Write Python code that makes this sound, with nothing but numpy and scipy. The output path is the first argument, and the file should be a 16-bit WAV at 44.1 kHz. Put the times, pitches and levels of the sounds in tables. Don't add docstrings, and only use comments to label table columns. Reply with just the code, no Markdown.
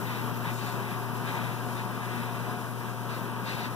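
import sys
import numpy as np
from scipy import signal
from scipy.fft import rfft, irfft
from scipy.io import wavfile
from scipy.ndimage import map_coordinates

SR = 44100
rng = np.random.default_rng(int(sys.argv[2]) if len(sys.argv) > 2 else 0)


def transcribe(u):
    v = np.clip(np.atleast_2d(u).T, -1, 1)
    q = np.round(v * 32767).astype(np.int16)
    wavfile.write(sys.argv[1], SR, q)


N = 165375

# multiple of the fundamental, relative left level in dB,
# relative right level in dB, phase lead of left over right in radians.
HUM_HARMONICS = [(1, -32.5, -43, -1.61), (2, -42.5, -51, -1.15), (3, -51, -51, 0.9), (4, -56.5, -68, -2.8),
                 (7, -60, -65, -0.14)]
# time in seconds, relative level in dB.
HUM_COURSE = [(0.0, -43), (0.31, -38), (0.34, -40.5), (1.39, -39.5), (1.58, -40), (2.64, -41),
              (2.65, -42.5), (3.49, -42), (3.54, -41), (3.75, -43)]
# frequency in Hz, relative density in dB per Hz.
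RUSH_SPECTRUM = [(20, -55), (45, -34), (65, -16), (100, -9), (135, -1), (205, 1), (310, -6), (520, -10.5),
                 (800, -10.5), (1150, -7.5), (1420, -14.5), (1680, -13.5), (2000, -20.5), (3000, -22),
                 (4300, -31), (8000, -37)]
# time in seconds, relative level in dB.
RUSH_COURSE = [(0.0, -38.5), (0.3, -36.5), (0.34, -38.5), (0.49, -37.5), (0.55, -40.5), (0.74, -37.5),
               (0.81, -36.5), (0.85, -39), (1.21, -38), (1.36, -36), (1.51, -38.5), (2.35, -39),
               (2.5, -37.5), (2.6, -39.5), (2.75, -41.5), (2.88, -37.5), (2.92, -41.5), (3.1, -39),
               (3.75, -39.5)]
# centre in Hz, width in Hz at half the lift, lift in dB.
BOOTH_MODES = [(396.6, 30, 5.5), (723.3, 24.4, 8.5), (760, 31, -2.5), (906, 36, 4), (952, 93, 4),
               (1067, 23, -4.5), (1120, 46, 1.5), (1298, 40, 5), (1472, 23, 4.5), (1605, 40, 4),
               (2420, 130, 4.5), (2714, 60, 4.5), (3820, 300, 2.5)]
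# frequency in Hz, relative density in dB per Hz.
EDGE_SPECTRUM = [(400, -18), (1000, -18), (1500, 1), (2000, 7.5), (2550, 1), (3150, -2), (3800, -2.5),
                 (4400, -14), (6000, -19), (9000, -14.5), (15000, -40)]
# centre in Hz, width in Hz, relative peak level in dB.
CAB_RESONANCES = [(2650, 410, -1), (3673, 220, 0), (4130, 200, -2), (4580, 260, -2), (5800, 3000, -13.5)]
# centre in seconds, half length in seconds, level in dB,
# level of the cab's ring relative to that in dB.
EDGE_FLARES = [(0.132, 0.073, -40.5, -10.5), (0.488, 0.035, -38.2, -16), (0.651, 0.078, -44, -3),
               (0.892, 0.06, -43.5, -22), (1.29, 0.03, -38.5, -18), (1.43, 0.12, -43, -25),
               (1.79, 0.028, -42.5, -7), (2.137, 0.14, -44.5, -20), (2.286, 0.15, -48, -22),
               (3.138, 0.04, -45, -3), (3.5, 0.037, -39, -2.5), (3.57, 0.045, -43, -2.5),
               (3.639, 0.03, -40, -3)]
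# frequency in Hz, relative density in dB per Hz.
HISS_SPECTRUM = [(1500, -2.5), (3500, -5.5), (5500, 2), (7300, -1.5), (8800, -2.5), (10500, 2.5),
                 (12300, 2.5), (13400, 0), (14400, 0), (15300, -3)]
# time in seconds, relative level in dB.
HISS_COURSE = [(0.0, -52.5), (1.2, -54), (1.29, -51), (1.48, -53.5), (2.05, -54), (2.11, -52),
               (2.66, -54.5), (2.74, -55.5), (2.87, -55), (2.9, -55.5), (3.24, -53.5), (3.33, -57.5),
               (3.63, -52.5), (3.69, -56.5), (3.75, -53)]
# time in seconds, centre in Hz, level in dB.
BRIGHT_BAND = [(0, 12200, -54), (.4, 12100, -60), (.8, 11700, -56), (1.35, 10560, -56.5), (1.7, 10340, -56),
               (2.2, 10160, -56.5), (2.7, 9680, -56), (3.2, 9650, -56), (3.75, 10400, -59)]
# centre in Hz, width in Hz, relative peak level in dB.
SIZZLE_PEAKS = [(14000, 2600, 0), (15300, 700, -1)]
# time in seconds, relative level in dB.
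SIZZLE_COURSE = [(0.0, -53.5), (1.97, -59.5), (2.26, -56), (2.99, -59), (3.23, -56), (3.33, -60),
                 (3.64, -55), (3.7, -61), (3.75, -59)]
# centre in seconds, half length in seconds, level in dB.
SPRAY_SPURTS = [(0.563, .05, -49.5), (0.704, 0.063, -52.5)]
# left in dB, right in dB.
REFLECTION_DB = (-10.5, -11.5)
# frequency in Hz, gain in dB, phase lag in radians, coherence 0-1.
MICROPHONE_PAIR = [(100, -5, -2.5, 0.94), (196, -9, -1, 0.89), (420, -4, -0.1, 0.58),
                   (570, -1.5, -0.6, 0.73), (780, -3, 0, 0.87), (1000, -2.5, 0, 0.96),
                   (1260, -0.9, 0.16, 0.97), (1500, 0.7, 0.88, 0.83), (1800, -2, 2.5, 0.61),
                   (2150, -1.3, 3, 1), (2570, -3, 4, 0.75), (2890, -3.5, 5, 0.57), (3320, -0.5, 6.5, 0.96),
                   (3690, -4.5, 6.95, 0.77), (4050, -2, 8, 0.75), (4330, -5.5, 8.5, 1),
                   (4940, -1, 10.5, 0.7), (5760, -5.5, 12.5, 0.6), (7600, -8.5, 17, 0.7),
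                   (10460, -10, 24.5, 0.9), (15300, -7, 37.5, .68)]

HUM_DB, RUSH_DB, HISS_DB, SIZZLE_DB = 39, 5, 6, 3
HUM_WAVER_DB, HUM_WAVER_PER_S = 1, 6.15
RUSH_FLUTTER_DB, RUSH_FLUTTER_PER_S = 0.45, 14
HISS_FLUTTER_DB, HISS_FLUTTER_PER_S = 1.07, 24.94
FLARE_FLUTTER_DB, FLARE_FLUTTER_PER_S = 1, 45
HUM_HZ, HUM_DRIFT, HUM_DRIFT_PER_S = 119.96, .001, 2.02
RIPPLE_DB, RIPPLE_HZ, RIPPLE_FULL_HZ = 1.4, 21.88, 1200
EDGE_STEEPNESS = 3.1
BAND_WIDTH_HZ = 2100
SPURT_HZ, SPURT_WIDTH_HZ = 6760, 4700
REFLECTIONS, ECHO_MIN_S, ECHO_SPREAD_S = 6, 0.000801, .005
SWAY_S, SWAY_PER_S = .000025, 1.505
TOP_HZ = 15500

TIME_S = np.arange(N) / SR
BIN_HZ = np.maximum(np.arange(N // 2 + 1) * SR / N, 1)


def undb(db):
    return 10 ** (np.asarray(db) / 20)


def curve(at, rows, axis=1):
    rows = np.array(rows, float)
    return np.interp(at, rows[:, 0], rows[:, axis])


def colour(rows):
    points = [(np.log(hz), db) for hz, db in rows]
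    return undb(curve(np.log(BIN_HZ), points))


def bell(hz, width):
    detuning = (BIN_HZ / hz - hz / BIN_HZ) * hz / width
    return 1 / np.hypot(1, detuning)


def resonances(rows):
    return sum(undb(db) * bell(hz, width) ** 2 for hz, width, db in rows)


def walk(rate):
    knots = rng.standard_normal(256)
    return map_coordinates(knots, [TIME_S * rate + 2], mode="mirror")


def swell(centre, half):
    return np.exp(-np.abs((TIME_S - centre) / half) ** EDGE_STEEPNESS / 2)


def microphones(shared, own):
    gain = undb(curve(BIN_HZ, MICROPHONE_PAIR))
    lag = curve(BIN_HZ, MICROPHONE_PAIR, axis=2)
    coherence = np.clip(curve(BIN_HZ, MICROPHONE_PAIR, axis=3), 0, 1)
    mixed = coherence * shared + np.sqrt(1 - coherence ** 2) * own
    right = mixed * gain * np.exp(-1j * lag)
    pair = irfft(np.array([shared, right]), N)
    return pair / pair[0].std()


def turbulence(gain):
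    shared, own = (rfft(rng.standard_normal(N)) * gain for _ in range(2))
    return microphones(shared, own)


def compressor():
    pitch = HUM_HZ * (1 + HUM_DRIFT * walk(HUM_DRIFT_PER_S))
    phase = 2 * np.pi * np.cumsum(pitch) / SR
    hum = 0
    for multiple, left_db, right_db, lead in HUM_HARMONICS:
        turn = multiple * phase + 2 * np.pi * rng.random()
        left = undb(left_db) * np.sin(turn)
        right = undb(right_db) * np.sin(turn - lead)
        waver = undb(HUM_WAVER_DB * walk(HUM_WAVER_PER_S))
        hum = hum + np.sqrt(2) * np.array([left, right]) * waver
    return hum * undb(curve(TIME_S, HUM_COURSE) + HUM_DB)


def booth_colour():
    knots = rng.standard_normal(4096)
    ripple = map_coordinates(knots, [BIN_HZ / RIPPLE_HZ], mode="mirror")
    density = np.minimum(BIN_HZ / RIPPLE_FULL_HZ, 1)
    strong_db = sum(db * bell(hz, width) ** 2 for hz, width, db in BOOTH_MODES)
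    return undb(strong_db + RIPPLE_DB * density * ripple)


def booth_rush(walls):
    flutter_db = RUSH_FLUTTER_DB * walk(RUSH_FLUTTER_PER_S)
    level = undb(curve(TIME_S, RUSH_COURSE) + RUSH_DB + flutter_db)
    return turbulence(colour(RUSH_SPECTRUM) * walls) * level


def flares(walls):
    edge = sum((undb(db) * swell(at, half)) ** 2 for at, half, db, ring_db in EDGE_FLARES)
    ring = sum((undb(db + ring_db) * swell(at, half)) ** 2 for at, half, db, ring_db in EDGE_FLARES)
    broken_jet = turbulence(colour(EDGE_SPECTRUM) * walls) * np.sqrt(edge)
    cab = turbulence(resonances(CAB_RESONANCES) * walls) * np.sqrt(ring)
    return (broken_jet + cab) * undb(FLARE_FLUTTER_DB * walk(FLARE_FLUTTER_PER_S))


def sliding_noise(carrier):
    lowpass = 1 / (1 + (2 * BIN_HZ / BAND_WIDTH_HZ) ** 4)
    narrow = irfft(rfft(rng.standard_normal((2, N))) * lowpass, N)
    return rfft((narrow * carrier).sum(axis=0))


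def bright_band():
    phase = 2 * np.pi * np.cumsum(curve(TIME_S, BRIGHT_BAND)) / SR
    carrier = np.cos(phase + np.array([[0], [np.pi / 2]]))
    shared, own = (sliding_noise(carrier) for _ in range(2))
    return microphones(shared, own) * undb(curve(TIME_S, BRIGHT_BAND, axis=2))


def reflect(pair):
    out, samples = pair.copy(), np.arange(N)
    for side in range(2):
        for _ in range(REFLECTIONS):
            delay = ECHO_MIN_S + ECHO_SPREAD_S * rng.random() + SWAY_S * walk(SWAY_PER_S)
            echo = map_coordinates(pair[side], [samples - delay * SR], order=3, mode="wrap")
            out[side] += undb(REFLECTION_DB[side]) * echo
    return out / out[0].std()


def nozzle():
    flutter_db = HISS_FLUTTER_DB * walk(HISS_FLUTTER_PER_S)
    hiss_level = undb(curve(TIME_S, HISS_COURSE) + HISS_DB + flutter_db)
    hiss = turbulence(colour(HISS_SPECTRUM)) * hiss_level
    sizzle_level = undb(curve(TIME_S, SIZZLE_COURSE) + SIZZLE_DB)
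    sizzle = turbulence(resonances(SIZZLE_PEAKS)) * sizzle_level
    spurt_level = sum(undb(db) * swell(at, half) for at, half, db in SPRAY_SPURTS)
    spurts = turbulence(bell(SPURT_HZ, SPURT_WIDTH_HZ) ** 2) * spurt_level
    spray = hiss + sizzle + spurts + bright_band()
    return reflect(spray) * spray[0].std()


def scene():
    walls = booth_colour()
    return compressor() + booth_rush(walls) + flares(walls) + nozzle()


def record(dry):
    lowpass = signal.ellip(12, .2, 80, TOP_HZ, fs=SR, output="sos")
    return signal.sosfilt(lowpass, dry)


dry = scene()
out = record(dry)
transcribe(out)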